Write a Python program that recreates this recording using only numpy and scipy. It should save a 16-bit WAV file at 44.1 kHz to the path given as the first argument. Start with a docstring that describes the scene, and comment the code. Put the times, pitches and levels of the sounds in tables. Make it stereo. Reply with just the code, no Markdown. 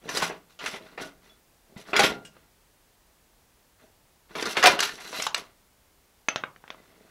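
"""Boards and boxes drag in short, gritty strokes, knock together and tumble; metal clinks, a hard piece drops.
The place is a cramped storeroom with a pile of scrap, heard over faint still air.
Strokes are stick-slip noise under a shoving pressure; knocks are decaying noise bursts with odd resonances;
clinks and the heavy board are decaying sines; the dropped piece is a row of filtered clicks.
Clutter scatters each sound before it reaches two close microphone ports, and a short room tail follows."""
import sys
import numpy as np
from scipy import signal
from scipy.fft import rfft, irfft, next_fast_len
from scipy.io import wavfile

SR = 44100
rng = np.random.default_rng(int(sys.argv[2]) if len(sys.argv) > 2 else 0)


def file_out(sig):
    """Save sig as 16-bit WAV at sys.argv[1]."""
    # one column per channel
    cols = np.atleast_2d(sig).T
    # limit, then scale
    lim = np.clip(cols, -1, 1)
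    pcm = np.round(lim * 32767).astype(np.int16)
    wavfile.write(sys.argv[1], SR, pcm)


N = 313110  # length [samples]

# Still air: (frequency [Hz], relative density [dB per Hz])
AIR_SPECTRUM = [(15, -30.5), (25, -3.5), (52, -4.5), (75, -8.5), (209, -14.5), (495, -16.5), (945, -18.5),
                (1110, -21), (1380, -22), (2360, -23), (15500, -26.5)]
AIR_DB = -60.5  # level of the air [dB]

# Shoves that drag something over the pile: (start [s], swell [s], length [s], relative rasp level [dB],
# drumming against the rasp before layer trims [dB], grit against the rasp before layer trims [dB])
STROKES = [(0.0, .07, 0.074, -49, 8, -6), (0.078, 0.019, 0.19, -34.5, -11.5, -2),
           (0.48, 0.012, .04, -62, -4, -2), (0.595, 0.024, 0.15, -36, -12, -7),
           (0.8, 0.014, 0.15, -57.5, 2.5, -10), (0.972, .035, 0.068, -42.5, -1.5, -2.5),
           (1.18, 0.078, 0.14, -62, -2.5, -6), (1.656, .012, 0.11, -71, 15, -5),
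           (1.758, 0.0067, 0.042, -51, 1.5, 0), (1.85, 0.0079, 0.068, -46.5, -1, -9.5),
           (1.928, 0.018, 0.055, -25.5, -15.5, -13), (1.98, .015, 0.077, -26, -6, -4.5),
           (2.083, 0.0094, 0.024, -52.5, 9, -31), (2.3, 0.053, .13, -64.5, -2, -12),
           (3.78, 0.033, 0.049, -61, 4, -8), (4.285, 0.016, 0.037, -51, 1.5, -5.5),
           (4.342, .02, 0.13, -35.5, -10.5, -9), (4.447, .012, 0.069, -37, -14, -1.5),
           (4.55, 0.0096, 0.069, -35.5, -3.5, -4.5), (4.63, 0.013, 0.07, -18, -16, -6.5),
           (4.801, .015, 0.04, -31.5, -12, 3.5), (4.882, .02, 0.076, -49.5, -7, -1.5),
           (4.962, 0.023, 0.15, -45.5, -10.5, -2), (5.109, 0.053, 0.14, -37, -13, 0),
           (5.34, .025, 0.037, -35.5, -12, -4), (6.57, .1, 0.66, -64, 1.5, -10.5)]
# A load coming to rest, grit stopping first: (drum t60 [s], rasp t60 [s], grit t60 [s])
RELEASE_T60 = (0.38, .27, 0.18)
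ARCH_DB = 3.5  # mid-shove effort over its ends [dB]
DRUM_LAG_S, GRIT_LAG_S = 0.012, 0.013  # delay of the drum and grit layers behind the rasp [s]
# Colours of the three dragging layers: (frequency [Hz], relative density [dB per Hz])
DRUM_COLOUR = [(40, -15.5), (110, -11.5), (172, 0), (250, -2), (420, -3.5), (700, -7), (2000, -51.5)]
RASP_COLOUR = [(150, -32), (400, -5), (650, -1.5), (1700, 1.5), (2800, -3.5), (5000, -13), (12000, -56)]
GRIT_COLOUR = [(1000, -31), (2800, -3), (4200, 2.5), (6300, -1), (9000, -9.5), (12000, -15), (15000, -18)]

# Blows among the scrap:
# (time [s], relative level [dB], hollow body [dB], hard edge [dB], ring t60 [s])
KNOCKS = [(0.0899, -24, 0.5, 5.5, 0.083), (0.149, -28, 15.5, 17, 0.024), (0.1716, -19.5, 6, 14, 0.066),
          (0.2219, -12.5, -1, -2.5, 0.14), (0.2975, -28, 10, -29, 0.17), (0.59, -31.5, -7, -3.5, 0.23),
          (0.66, -17.5, -16, 0.5, 0.086), (0.738, -29, 6.5, -6, 0.15), (0.9768, -27, 2.5, -12, 0.11),
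          (1.932, -9, 1.5, -17.5, 0.041), (1.964, -8, -3, 1, 0.072), (1.993, -4.5, 5, 1.5, 0.085),
          (2.037, -9.5, -4.5, -6, 0.17), (2.25, -44, -25, 13.5, 0.14), (2.366, -47, 10, -11, 0.051),
          (4.353, -23.5, 6, -1.5, 0.13), (4.425, -10.5, 5.5, 1.5, 0.025), (4.455, -20.5, 5.5, 4.5, 0.079),
          (4.569, -12.5, -2, -2, 0.14), (4.627, -1.5, -16, -8.5, 0.12), (4.639, -9.5, 9, 12.5, 0.016),
          (4.6575, 0, -9.5, 3.5, 0.046), (4.6691, 2, -10.5, 1, 0.059), (4.79, -11, -4.5, -1, 0.06),
          (4.8044, -3.5, -13.5, 10, 0.012), (4.826, -15.5, -17, 0.5, 0.21), (4.893, -18, -8, -11, 0.019),
          (5.128, -27, 3.5, 0.5, 0.094), (5.199, -9, -11.5, -11, 0.018), (5.222, -14.5, -22, 9.5, 0.024),
          (5.267, -5.5, -4, 0, 0.015), (5.3452, -1, -15.5, 1, 0.014)]
# Overall colour of the blows: (frequency [Hz], relative density [dB per Hz])
KNOCK_COLOUR = [(30, -27.5), (100, -14.5), (230, -4), (480, 0), (760, 1.5), (1000, 1.5), (1700, 1),
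                (3000, 0.5), (6000, -6), (15000, -33.5)]

# Partials of pipes and small hard parts: (time [s], frequency [Hz], relative level [dB], t60 [s])
CLINKS = [(.09, 5950, -30, 0.18), (0.224, 169.6, -34, 0.37), (1.296, 3436, -50.5, 0.12),
          (1.297, 5550, -56, 0.11), (1.764, 191, -32.5, 0.053), (1.935, 411, -27.5, 0.4),
          (1.966, 2330, -27, 0.065), (1.996, 803, -17.5, 0.21), (1.996, 211, -29, 0.34),
          (2.039, 1400, -33.5, .38), (2.04, 2554, -28.5, 0.22), (2.248, 2670, -56, 0.12),
          (2.252, 2865, -35.5, 0.04), (4.829, 1793, -26.5, 0.23), (6.287, 2620, -11.5, 0.015),
          (6.2873, 6160, -17.5, 0.029), (6.3595, 6280, -47, 0.017)]
# Landings of the heavy board: (time [s], relative level [dB])
BOARD_BLOWS = [(4.641, -17), (4.6597, -14), (4.671, -15.5)]
# Modes of that board: (frequency [Hz], relative level [dB], t60 [s])
BOARD_MODES = [(307, -9.5, .16), (404, -8.5, 0.41), (562, -5.5, .24), (736.6, 4, 0.08), (997, -8, 0.074),
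               (1728, -8, 0.26), (1900, -7, .14), (2400, -7.5, .12), (3060, -16.5, 0.38), (4400, -9, .1)]

# Landings of a small hard piece: (time [s], relative strength [dB], top of the contact [Hz])
DROPS = [(6.2854, 17, 4200), (6.3599, 13, 6250), (6.4375, 11, 2500), (6.562, -11.5, 3200),
         (6.64, -5.5, 1600), (6.679, -9.5, 4070), (6.7037, -1.5, 5900), (6.746, -7.5, 1950)]
# Colour of the landings: (frequency [Hz], relative density [dB per Hz])
DROP_COLOUR = [(40, -27), (130, -5.5), (450, -5), (950, -0.5), (1500, -0.5), (2700, -3), (3700, -2),
               (4700, -9), (6200, -2.5), (7300, -18), (9000, -40), (15000, -45)]

# Decay of the storeroom: (frequency [Hz], t60 [s])
ROOM_T60 = [(100, 1), (260, 0.3), (700, .33), (1800, 0.17), (5000, .22), (14000, 0)]
# Strength of its echoes: (frequency [Hz], level [dB])
ROOM_DB = [(100, -8.5), (300, -8.5), (1500, -9.5), (5000, -14.5), (14000, -12)]
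# Likeness of diffuse sound at the two ports: (frequency [Hz], correlation [0-1])
LIKENESS = [(30, 0.23), (130, 0.25), (700, 0.63), (1500, 1), (3000, 0.2), (14000, 0.018)]
# Shading of the left port: (frequency [Hz], left minus right [dB])
SHADE = [(100, -1), (700, 0.45), (1300, -0.1), (2400, -5), (4400, -5), (8000, -5), (14000, 3.5)]
CUTOFF_HZ = 15700  # the top is cut above this [Hz]


def from_db(db):
    """Decibels to amplitude gain."""
    return 10 ** (np.asarray(db) / 20)


def rms_one(x):
    """Scale to rms 1."""
    return x / np.sqrt(np.mean(x ** 2) + 1e-20)


def at_hz(points, hz):
    """Read a table on a log-frequency axis."""
    f, value = np.transpose(points)
    return np.interp(np.log(np.maximum(hz, 1)), np.log(f), value)


def seconds(length):
    """Time axis of a short sound [s]."""
    return np.arange(int(length * SR)) / SR


def add(track, s, sound):
    """Mix a sound in at a given time."""
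    start = round(s * SR)
    track[..., start:start + sound.shape[-1]] += sound[..., :N - start]


def coloured(x, spectrum):
    """Causal (minimum-phase) filter with the given spectrum, folded from its cepstrum."""
    size = 2 * next_fast_len(x.shape[-1] // 2 + 2048)
    level_db = at_hz(spectrum, np.fft.rfftfreq(size, 1 / SR))
    cepstrum = irfft(np.log(from_db(level_db)))
    cepstrum[1:size // 2] *= 2
    cepstrum[size // 2 + 1:] = 0
    response = np.exp(rfft(cepstrum))
    return irfft(rfft(x, size) * response)[..., :x.shape[-1]]


def drift(corner_hz):
    """Slow random wandering of rms 1: noise through two equal one-pole low-passes."""
    r = np.exp(-2 * np.pi * corner_hz / SR)
    wander = signal.lfilter([1], [1, -2 * r, r * r], rng.standard_normal(N + SR))
    return rms_one(wander[SR:])  # the first second settles the filter


def diffuse(size):
    """White noise from all sides: how alike the ports are varies with frequency, least in the top treble."""
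    mid, side = rfft(rng.standard_normal((2, size)))
    alike = np.clip(at_hz(LIKENESS, np.fft.rfftfreq(size, 1 / SR)), 0, 1)
    shared = np.sqrt((1 + alike) / 2) * mid
    opposed = np.sqrt((1 - alike) / 2) * side * [[1], [-1]]
    return irfft(shared + opposed, size)


def resonant(x, low_hz, high_hz, q, boost, count):
    """An odd piece of scrap stresses its own pitches, one drawn at random in each equal slice of the range."""
    steps = (np.arange(count) + rng.random(count)) / count
    pitches = low_hz * (high_hz / low_hz) ** steps  # slices are equal in log frequency
    return x + boost * sum(signal.lfilter(*signal.iirpeak(hz, q, fs=SR), x) for hz in pitches)


def placed(x, scatter_db=-2, scatter_t60=0.018, scatter_hz=1200, lag_s=0.00009):
    """One spot in the pile: direct sound and quick scatter off the clutter, at both ports.

    Rows: left port, right port, and the sound that fills the room.
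    """
    decay = from_db(-60 * seconds(0.04) / scatter_t60)
    high_pass = signal.butter(1, scatter_hz, "high", fs=SR, output="sos")
    scatter = signal.sosfilt(high_pass, diffuse(len(decay)) * decay)
    paths = from_db(scatter_db) * scatter / np.linalg.norm(decay)
    paths[0, round(lag_s * SR)] += 1  # the direct sound reaches the left port late
    paths[1, 0] += 1
    ports = signal.fftconvolve(x[None], paths, axes=1)[:, :len(x)]
    return np.vstack([ports, x])


def still_air():
    """Faint steady air: coloured noise arriving from all sides."""
    return rms_one(coloured(diffuse(N), AIR_SPECTRUM))


def shove(swell, length, release_t60):
    """Pressure of one stroke: it builds up, arches while the load slides, then dies away."""
    t = seconds(length + 0.5)
    along = np.minimum(t / length, 1)
    arch = ARCH_DB * (np.sin(np.pi * along) - 0.5)
    release = -60 * np.maximum(t - length, 0) / release_t60
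    return np.minimum(t / swell, 1) * from_db(arch + release)


def friction(colour, slips_per_s, size_db, judder_db, hiss, count=3):
    """Stick and slip at a few contact points, each with its own wandering load and resonances."""
    out = 0
    for _ in range(count):
        slipped = rng.random(N) < slips_per_s / SR
        signs = rng.choice([-1, 1], N)
        sizes = from_db(size_db * np.minimum(rng.exponential(1, N), 4)) * signs
        load = from_db(judder_db * np.tanh(drift(25)))
        slips = (rms_one(slipped * sizes) + hiss * rng.standard_normal(N)) * load
        contact = resonant(slips, low_hz=255.7, high_hz=12660, q=26, boost=1.6, count=10)
        out = out + placed(contact)
    return rms_one(coloured(out, colour))


def scrapes(drum_db=-2, rasp_db=-1, grit_db=2):
    """A dragged board drums, its edge rasps, and dirt grinds under it."""
    pressure = np.zeros((3, N))  # drum, rasp, grit
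    lags = (DRUM_LAG_S, 0, GRIT_LAG_S)
    for s, swell, length, level_db, hollow_db, dirt_db in STROKES:
        for layer, db, lag, t60 in zip(pressure, (hollow_db, 0, dirt_db), lags, RELEASE_T60):
            add(layer, s + lag, from_db(level_db + db) * shove(swell, length, t60))
    drum = friction(DRUM_COLOUR, slips_per_s=170, size_db=5.0, judder_db=6.0, hiss=0.35, count=2)
    rasp = friction(RASP_COLOUR, slips_per_s=300, size_db=0.0, judder_db=7.5, hiss=0.25)
    grit = friction(GRIT_COLOUR, slips_per_s=690, size_db=2.5, judder_db=8.5, hiss=0.52)
    drumming = from_db(drum_db) * pressure[0] * drum
    rasping = from_db(rasp_db) * pressure[1] * rasp
    grinding = from_db(grit_db) * pressure[2] * grit
    return drumming + rasping + grinding


def knocks(crack=0.067, crack_s=0.0019, body_hz=500, middle_hz=1400, edge_hz=5500):
    """Each blow is a crack, then the crowded modes of a board or box dying away as noise."""
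    out, t = np.zeros((3, N)), seconds(0.2)
    for s, level_db, body_db, edge_db, t60 in KNOCKS:
        decay = from_db(-60 * t / t60)
        blow = rng.standard_normal(len(t)) * decay * (1 + crack * np.exp(-t / crack_s))
        blow[0] += 6 * np.exp(-t60 / 0.02)  # the shorter the ring, the stronger the first click
        blow = resonant(blow, low_hz=309.5, high_hz=11750, q=34, boost=0.71, count=11)
        hardness = [(body_hz, body_db), (middle_hz, 0), (2 * middle_hz, 0), (edge_hz, edge_db)]
        add(out, s, from_db(level_db) * placed(coloured(blow, hardness)))
    return coloured(out, KNOCK_COLOUR)


def ring(hz, db, t60):
    """One struck mode: a sine that decays exponentially."""
    t = seconds(0.5)
    return from_db(db - 60 * t / t60) * np.sin(2 * np.pi * hz * t)


def ringing_parts():
    """Loose parts clink; the heavy board booms each time it lands, as a sum of its modes."""
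    out = np.zeros(N)
    for s, hz, db, t60 in CLINKS:
        add(out, s, ring(hz, db, t60))
    # neighbouring modes start with opposite signs
    board = sum(ring(hz, db, t60) * (-1) ** k for k, (hz, db, t60) in enumerate(BOARD_MODES))
    for s, db in BOARD_BLOWS:
        add(out, s, from_db(db) * board)
    return out


def drops(chatter=0.5, chatter_t60=0.016):
    """A small piece bounces: each landing is a click with brief chatter, low-passed by its contact."""
    out, decay = np.zeros((3, N)), from_db(-60 * seconds(0.06) / chatter_t60)
    for s, db, top_hz in DROPS:
        click = chatter * rng.standard_normal(len(decay)) * decay / np.linalg.norm(decay)
        click[0] += 1
        click = signal.sosfilt(signal.butter(3, top_hz, fs=SR, output="sos"), click)
        add(out, s, from_db(db) * placed(click))
    return coloured(out, DROP_COLOUR)


def storeroom(x, build_s=0.0045):
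    """A short room tail, longest in the bass, made of decaying noise bands; the left port is shaded."""
    t = seconds(0.56)
    noise, echoes = diffuse(len(t)), 0
    edges = np.geomspace(50, 18000, 10)
    for k, (low, high) in enumerate(zip(edges, edges[1:])):
        hz = np.sqrt(low * high)
        decay = from_db(-60 * t / at_hz(ROOM_T60, hz)) * (1 - np.exp(-t / build_s))
        band_pass = signal.butter(2, [low, high], "band", fs=SR, output="sos")
        # alternating signs let neighbouring bands join without a notch
        band = (-1) ** k * signal.sosfilt(band_pass, noise)
        echoes = echoes + from_db(at_hz(ROOM_DB, hz)) * band * decay / np.linalg.norm(decay)
    left, right = x[:2] + signal.fftconvolve(x[2:], echoes, axes=1)[:, :N]
    # each port takes half of the difference
    left = coloured(left, [(hz, db / 2) for hz, db in SHADE])
    right = coloured(right, [(hz, -db / 2) for hz, db in SHADE])
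    return np.array([left, right])


def scene(knock_db=-1.0, ring_db=0, drop_db=-2, air_db=0):
    """The pile in its storeroom, over faint still air."""
    pile = from_db(knock_db) * knocks() + scrapes()
    pile = pile + from_db(ring_db) * placed(ringing_parts())
    pile = pile + from_db(drop_db) * drops()
    return storeroom(pile) + from_db(AIR_DB + air_db) * still_air()


def record(dry):
    """The loudest peaks are rounded off, then the top is cut by a steep low-pass."""
    low_pass = signal.ellip(10, 0.1, 70, CUTOFF_HZ, fs=SR, output="sos")
    return signal.sosfilt(low_pass, np.tanh(dry))


dry = scene()
out = record(dry)
file_out(out)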